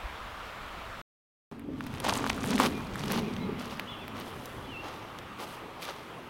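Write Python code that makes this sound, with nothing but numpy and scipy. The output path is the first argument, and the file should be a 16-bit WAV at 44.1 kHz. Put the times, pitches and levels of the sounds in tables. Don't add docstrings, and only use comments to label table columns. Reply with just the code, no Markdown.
import sys
import numpy as np
from scipy import signal
from scipy.fft import rfft, irfft, next_fast_len
from scipy.io import wavfile
from scipy.ndimage import uniform_filter1d, map_coordinates

SR = 44100
rng = np.random.default_rng(int(sys.argv[2]) if len(sys.argv) > 2 else 0)


def log_audio(samples):
    frames = np.atleast_2d(samples).T
    limited = np.clip(frames, -1, 1)
    pcm = np.round(limited * 32767).astype(np.int16)
    wavfile.write(sys.argv[1], SR, pcm)


N = 277477
TIME = np.arange(N) / SR
MUTE_FROM_S, MUTE_TO_S = 1.016, 1.514

# f/Hz, gain/dB
SOIL_SPECTRUM = [(120, -58.5), (300, -3), (430, -1.5), (650, -1.5), (1150, -0.5), (1600, -9), (2600, -43.5),
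                 (6000, -58)]
GRIT_SPECTRUM = [(700, -42), (1400, -14.5), (1900, -2), (3200, -1), (4600, -6), (6500, -11.5), (9000, -36),
                 (15000, -54)]
NEEDLE_SPECTRUM = [(3000, -7.5), (6000, -14.5), (8000, -5), (11000, -3.5), (16000, -10.5)]
# t/s, stoniness/0-1
STONINESS = [(1.9, 0.14), (2.04, 0.7), (2.56, 1), (2.6, 0.6), (2.66, 0), (2.95, 0.7), (3.12, 0.04),
             (3.6, 0)]


def steps(soil_db, grit_db, needle_db):
    stony = np.clip(curves(STONINESS)[0], 0, 1)
    give = nearness() * wobble(170)
    soil = grains(SOIL_SPECTRUM, per_s=700, spread_db=2, clumps=amp(3.6 * give), dust_db=-8)
    grit = grains(GRIT_SPECTRUM, per_s=1300, spread_db=5.5, clumps=amp(2 * give), dust_db=-6)
    needles = grains(NEEDLE_SPECTRUM, per_s=2500, spread_db=2.5, clumps=amp(2.5 * give), dust_db=-11.5)
    stones = pebbles(hz=2970, scatter=.54, spread_db=15, swell_cycles=.23, count=2000)
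    chips = pebbles(hz=7700, scatter=.2, spread_db=5, swell_cycles=1, count=2300)
    coarse = np.sqrt(1 - stony / 2) * grit + np.sqrt(stony / 2) * stones
    fine = np.sqrt(1 - stony) * needles + amp(1) * np.sqrt(stony) * chips
    singles = amp(np.minimum(needle_db, -54) - 1) * nearness() * crackle(per_s=55, spread_db=5)
    return amp(soil_db - 3) * soil + amp(grit_db - 2.55) * coarse + amp(needle_db + 1.9) * fine + singles


# t/s, hold/s, soil drive/dB, grit drive/dB, needle drive/dB, settling re crush/dB
FOOT_LANDINGS = [(1.51, .02, -47, -62, -73.5, -10), (2.049, 0.055, -28.5, -34, -52, -5.5),
                 (2.597, .07, -26, -30, -43.5, -16.5), (3.108, 0.086, -34, -37, -53, -11),
                 (3.594, 0.041, -41.5, -46.5, -61.5, -3), (3.708, 0.022, -43, -45.5, -61.5, -19.5),
                 (4.163, 0.059, -44, -47.5, -64.5, -6.5), (4.838, 0.059, -40, -48, -65, -2.5),
                 (5.4, 0.041, -38, -44.5, -55.5, -12.5), (5.826, .025, -47, -39.5, -52, -9.5),
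                 (5.875, 0.034, -37, -42.5, -59, -22.5)]
# t/s, half length/s, soil drive/dB, needle drive/dB
SOLE_SCUFFS = [(1.913, 0.11, -52, -70), (2.163, 0.023, -37, -45.5), (2.274, 0.085, -42.5, -59),
               (2.463, 0.046, -42.5, -51.5), (2.524, 0.031, -33, -51), (3.06, 0.084, -42, -58),
               (4.278, 0.025, -51, -60.5), (4.457, 0.16, -54, -62.5), (4.948, 0.02, -53.5, -65.5),
               (5.513, 0.054, -49, -59.5)]


def tread():
    power = np.full((3, N), 1e-12)
    for s, hold_s, soil_db, grit_db, needle_db, settle_db in FOOT_LANDINGS:
        crush = swell(s, hold_s, rise_s=.028, fall_s=.026)
        settle = amp(settle_db) * swell(s, hold_s, rise_s=.028, fall_s=.45)
        power += np.outer(amp([soil_db, grit_db, needle_db]), np.maximum(crush, settle)) ** 2
    for s, half_s, soil_db, needle_db in SOLE_SCUFFS:
        grit_db = soil_db - 2.5
        power += np.outer(amp([soil_db, grit_db, needle_db]) ** 2, bell(s, half_s))
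    return 10 * np.log10(power)


def nearness():
    return np.interp(TIME, [3.1, 4.2], [1, .5])


def fractures(per_s, spread_db, max_sigma):
    breaks = rng.random(N) < per_s / SR
    sizes = amp(spread_db * np.clip(rng.standard_normal(N), -max_sigma, max_sigma))
    return breaks * sizes * rng.choice([-1, 1], N)


def grains(spectrum, per_s, spread_db, clumps, dust_db):
    breaks = unit(fractures(per_s, spread_db, max_sigma=2))
    dust = amp(dust_db) * rng.standard_normal(N)
    return steady(coloured((breaks + dust) * clumps, spectrum), samples=1500)


def pebbles(hz, scatter, spread_db, swell_cycles, count):
    when, phase = rng.random((count, 2)).T[..., None]
    pitch, size = np.clip(rng.standard_normal((count, 2)), -2, 2).T[..., None]
    k = np.arange(SR // 200)
    clicks = amp(spread_db * size) * ping(k / SR, hz * np.exp(scatter * pitch), swell_cycles, phase)
    at = (when * N).astype(int) + k
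    return steady(np.bincount(at.ravel(), clicks.ravel(), N)[:N], samples=2000)


def crackle(per_s, spread_db):
    return unit(coloured(fractures(per_s, spread_db, max_sigma=1.5), NEEDLE_SPECTRUM))


# t/s, level/dB, f/Hz, tick re level/dB
LOUD_SNAPS = [(1.5955, -37.5, 2010, -0.5), (1.8077, -22, 1500, -19), (1.8667, -28, 1930, -2.5),
              (1.9402, -29, 2040, -6.5), (2.0018, -23, 3330, 0), (2.0908, -14.5, 1500, -4),
              (2.0952, -9, 3100, -13.5), (2.1257, -15, 880, -13), (2.138, -19, 4520, -1),
              (2.242, -16, 1210, -32.5), (2.265, -16, 1420, -23), (2.2973, -14.5, 3820, -11),
              (2.301, -9.5, 2060, -17.5), (2.3792, -23, 1270, -17.5), (2.4338, -25.5, 3170, -8.5),
              (2.442, -19, 1400, -25), (2.557, -18.5, 2880, -1), (2.58, -15, 1870, -27),
              (2.6003, -7, 1100, -13), (2.9572, -21.5, 1490, -6.5), (3.0814, -24.5, 3800, -12.5),
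              (3.1028, -21, 1550, -13), (3.121, -25.5, 5120, 11), (3.3655, -27, 2850, -17.5),
              (3.7966, -17, 2380, -8.5), (4.0805, -26.5, 2120, -2.5), (4.2002, -38.5, 3400, 9),
              (4.4576, -31, 4500, 5), (5.1878, -28, 3150, -11.5)]


def snaps(rows):
    out, t = np.zeros(N + SR), np.arange(SR // 30) / SR
    for s, db, hz, tick_db in rows:
        phase, detune = rng.random(4), np.exp(.076 * rng.standard_normal(3))
        stony = np.interp(s, *np.transpose(STONINESS))
        tick_hz = np.interp(stony, [0, .8], [12500, 8200])
        swing = .8 * ping(t, hz, .45, phase[0]) + .12 * ping(t, 2.1 * hz * detune[0], .8, phase[1])
        splinters = amp(-11.5) * spray(t, tick_hz, ratio=1.47, t60_s=.014)
        tick = amp(tick_db) * (.6 * ping(t, tick_hz * detune[1], .9, phase[2]) + splinters)
        knock = amp(-12.5) * ping(t, 900 * detune[2], .58, phase[3])
        crumbs = amp(-8) * spray(t, hz, ratio=1.81, t60_s=.02)
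        start = round(s * SR) - SR // 5000
        out[start:start + len(t)] += amp(db) * (swing + tick + knock + crumbs)
    return out[:N]


def small_twigs(grit_db, per_s=30, threshold_db=-56.5):
    when, size, pitch, tick = rng.random((int(per_s * N / SR), 4)).T
    at = (when * N).astype(int)
    load_db = np.minimum(grit_db[at] + 48.5, 10)
    level_db = -32 + .36 * load_db + 20 * np.log10(nearness()[at]) + 4 * (2 * size - 1)
    hz = 2610 * 2 ** (2 * pitch - 1)
    tick_db = -14 + 6 * (2 * tick - 1)
    rows = np.transpose([TIME[at], level_db, hz, tick_db])
    return rows[grit_db[at] > threshold_db]


# t/s, level/dB, hollow f/Hz
PACK_SHIFTS = [(1.53, -44.5, 235), (1.708, -36.5, 275), (1.858, -42.5, 250), (2.099, -38.5, 232),
               (2.23, -35.5, 255), (2.49, -33.5, 230), (2.56, -27.5, 240), (2.799, -53, 230),
               (3.058, -36.5, 220), (3.17, -30.5, 207), (3.448, -33, 226), (3.74, -49, 225),
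               (4.14, -43.5, 240), (4.38, -49, 260), (4.68, -50.5, 250)]
# f/Hz, gain/dB
RUB_SPECTRUM = [(50, -22), (100, -16.5), (150, 0.5), (200, -5.5), (280, -4), (325, -5.5), (420, -6),
                (560, -19), (1500, -69)]


def pack():
    power = sum((amp(db) * swell(s, hold_s=0, rise_s=.21, fall_s=.42)) ** 2 for s, db, _ in PACK_SHIFTS)
    phase = 2 * np.pi * np.cumsum(curves(PACK_SHIFTS)[1]) / SR
    hollow = unit(wobble(85) * np.cos(phase) + wobble(85) * np.sin(phase))
    rub = amp(.5) * rush(RUB_SPECTRUM, patchy_db=6)
    return np.sqrt(power) * steady(hollow + rub, samples=2400)


# t/s, length/s, turn position/0-1, start f/Hz, turn f/Hz, end f/Hz, level/dB
BIRD_NOTES = [(2.72, .1, .6, 2550, 2400, 2480, -48), (3.21, .11, .4, 2350, 2530, 2100, -53),
              (3.36, .13, .5, 2020, 2150, 2130, -51.5), (3.40, .05, .55, 3600, 4000, 3850, -52),
              (3.872, .075, .35, 2900, 3460, 2950, -42.5), (3.86, .11, .35, 2650, 3000, 2600, -50),
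              (3.97, .075, .6, 2850, 3470, 3330, -50), (3.99, .065, .1, 2800, 2700, 2000, -50),
              (4.638, .033, .5, 3400, 3430, 3380, -50), (4.668, .042, .9, 2550, 3130, 3100, -49),
              (4.702, .125, .38, 3180, 2690, 2820, -43.5)]


def bird():
    song = np.zeros(N)
    waver = 1 + .014 * wobble(260)
    for s, length_s, turn, start_hz, turn_hz, end_hz, db in BIRD_NOTES:
        on = (TIME > s) & (TIME < s + length_s)
        from_turn = np.interp((TIME[on] - s) / length_s, [0, turn, 1], [-1, 0, 1])
        hz = turn_hz + (np.where(from_turn < 0, start_hz, end_hz) - turn_hz) * from_turn ** 2
        envelope = amp(db) * (1 - from_turn ** 2) ** .51
        song[on] += envelope * np.sin(2 * np.pi * np.cumsum(hz * waver[on]) / SR)
    flutter = amp(1.3 * wobble(110))
    return song * flutter


def bump(at_s=.055, half_s=.016, hz=48):
    return amp(-31) * bell(at_s, half_s) * np.sin(2 * np.pi * hz * (TIME - at_s))


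# f/Hz, gain/dB
FOREST_REST_SPECTRUM = [(100, -9), (190, -5), (380, -8), (670, -2.5), (800, -3.5), (1240, 0), (1600, -5.5),
                        (3200, -11.5), (6300, -27), (9000, -31.5), (15800, -34.5)]
FOREST_WALK_SPECTRUM = [(30, -16), (60, -3), (130, 2), (380, 3), (650, -0.5), (1200, 1.7), (1600, -5),
                        (3200, -9.5), (4500, -19.5), (7000, -27.5), (15800, -30.5)]
AIR_REST_SPECTRUM = [(12, -12), (25, -2), (45, 0), (70, -3), (110, -7), (150, -18), (300, -45)]
AIR_WALK_SPECTRUM = [(10, -32), (22, -7.5), (40, -5), (80, -2), (120, 1.5), (200, -24.5), (500, -75)]
# t/s, relative level/dB
WAKE_LEVELS = [(1.62, -57), (1.68, -50), (1.76, -49.5), (2.31, -46), (3.43, -50), (3.91, -56), (4.9, -53.5),
               (5.25, -60), (6.27, -64.5)]


def forest(fade_db_per_s=.55):
    rest_rush = amp(-43) * rush(FOREST_REST_SPECTRUM, patchy_db=1)
    rest_air = amp(-52) * rush(AIR_REST_SPECTRUM, patchy_db=-1.1)
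    shield_db = 12.5 * bell(1.656, half_s=.23)
    walk_db = -42.5 - fade_db_per_s * (TIME - MUTE_TO_S) - shield_db
    walk_rush = amp(walk_db) * rush(FOREST_WALK_SPECTRUM, patchy_db=1.5)
    wake = amp(2.5 + curves(WAKE_LEVELS)[0]) * rush(AIR_WALK_SPECTRUM, patchy_db=1.5)
    return np.where(TIME < MUTE_FROM_S, rest_rush + rest_air, walk_rush + wake)


# f/Hz, t60/s
ECHO_DECAY = [(200, .35), (2500, 0.98), (12000, 0.26)]


def woods(x):
    hz, t, noise = signal.stft(rng.standard_normal(SR // 2), SR, nperseg=256)
    decay = amp(-60 * t / along(ECHO_DECAY, hz)[:, None])
    tail = signal.istft(noise * decay, SR, nperseg=256)[1]
    return signal.fftconvolve(x, tail / np.linalg.norm(tail))[:N]


def ping(t, hz, swell_cycles, phase):
    u = t * hz / swell_cycles
    return u * np.exp(1 - u) * np.sin(2 * np.pi * (hz * t + phase))


def spray(t, hz, ratio, t60_s):
    band = signal.butter(2, np.clip([hz / ratio, hz * ratio], 100, 20000), "band", fs=SR)
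    return signal.lfilter(*band, rng.standard_normal(len(t))) * amp(-60 * t / t60_s)


def rush(spectrum, patchy_db):
    bins = signal.stft(rng.standard_normal(N), nperseg=512)[2]
    patches = uniform_filter1d(rng.standard_normal(bins.shape), size=6, axis=0)
    patches = unit(uniform_filter1d(patches, size=14, axis=1))
    noise = signal.istft(bins * amp(patchy_db * patches), nperseg=512)[1][:N]
    return unit(coloured(noise, spectrum))


def coloured(x, spectrum):
    m = 2 * next_fast_len(N // 2 + SR // 4)
    gain = amp(along(spectrum, np.fft.rfftfreq(m, 1 / SR)))
    cepstrum = irfft(np.log(gain), m)
    cepstrum[1:m // 2] *= 2
    cepstrum[m // 2 + 1:] = 0
    return irfft(rfft(x, m) * np.exp(rfft(cepstrum)), m)[:N]


def swell(s, hold_s, rise_s, fall_s):
    return amp(-20 * (np.maximum(s - TIME, 0) / rise_s + np.maximum(TIME - s - hold_s, 0) / fall_s))


def bell(s, half_s):
    return np.exp(-((TIME - s) / half_s) ** 2)


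def wobble(knots_per_s):
    return map_coordinates(rng.standard_normal(N // 8), [TIME * knots_per_s], mode="wrap")


def curves(rows):
    s, *columns = np.transpose(rows)
    return [np.interp(TIME, s, column) for column in columns]


def along(points, hz):
    f, values = np.transpose(points)
    return np.interp(np.log(hz + 1), np.log(f + 1), values)


def steady(x, samples):
    return x / np.sqrt(np.abs(uniform_filter1d(x * x, size=samples)) + 1e-12)


def unit(x):
    return x / np.sqrt(np.mean(x ** 2) + 1e-20)


def amp(db):
    return 10 ** (np.asarray(db) / 20)


def scene():
    soil_db, grit_db, needle_db = tread()
    feet = steps(soil_db, grit_db, needle_db) + snaps(LOUD_SNAPS)
    song = bird()
    far_bird = song + amp(-9) * woods(song)
    hiker = feet + amp(-29.5) * woods(feet) + pack()
    background = far_bird + bump() + forest()
    twigs = snaps(small_twigs(grit_db))
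    return (hiker + twigs + background)[None]


def record(dry, top_hz=15950):
    live = (TIME < MUTE_FROM_S) | (TIME > MUTE_TO_S)
    m = next_fast_len(N + SR // 4)
    passband = np.fft.rfftfreq(m, 1 / SR) < top_hz
    return irfft(rfft(dry * live, m) * passband, m)[..., :N]


dry = scene()
out = record(dry)
log_audio(out)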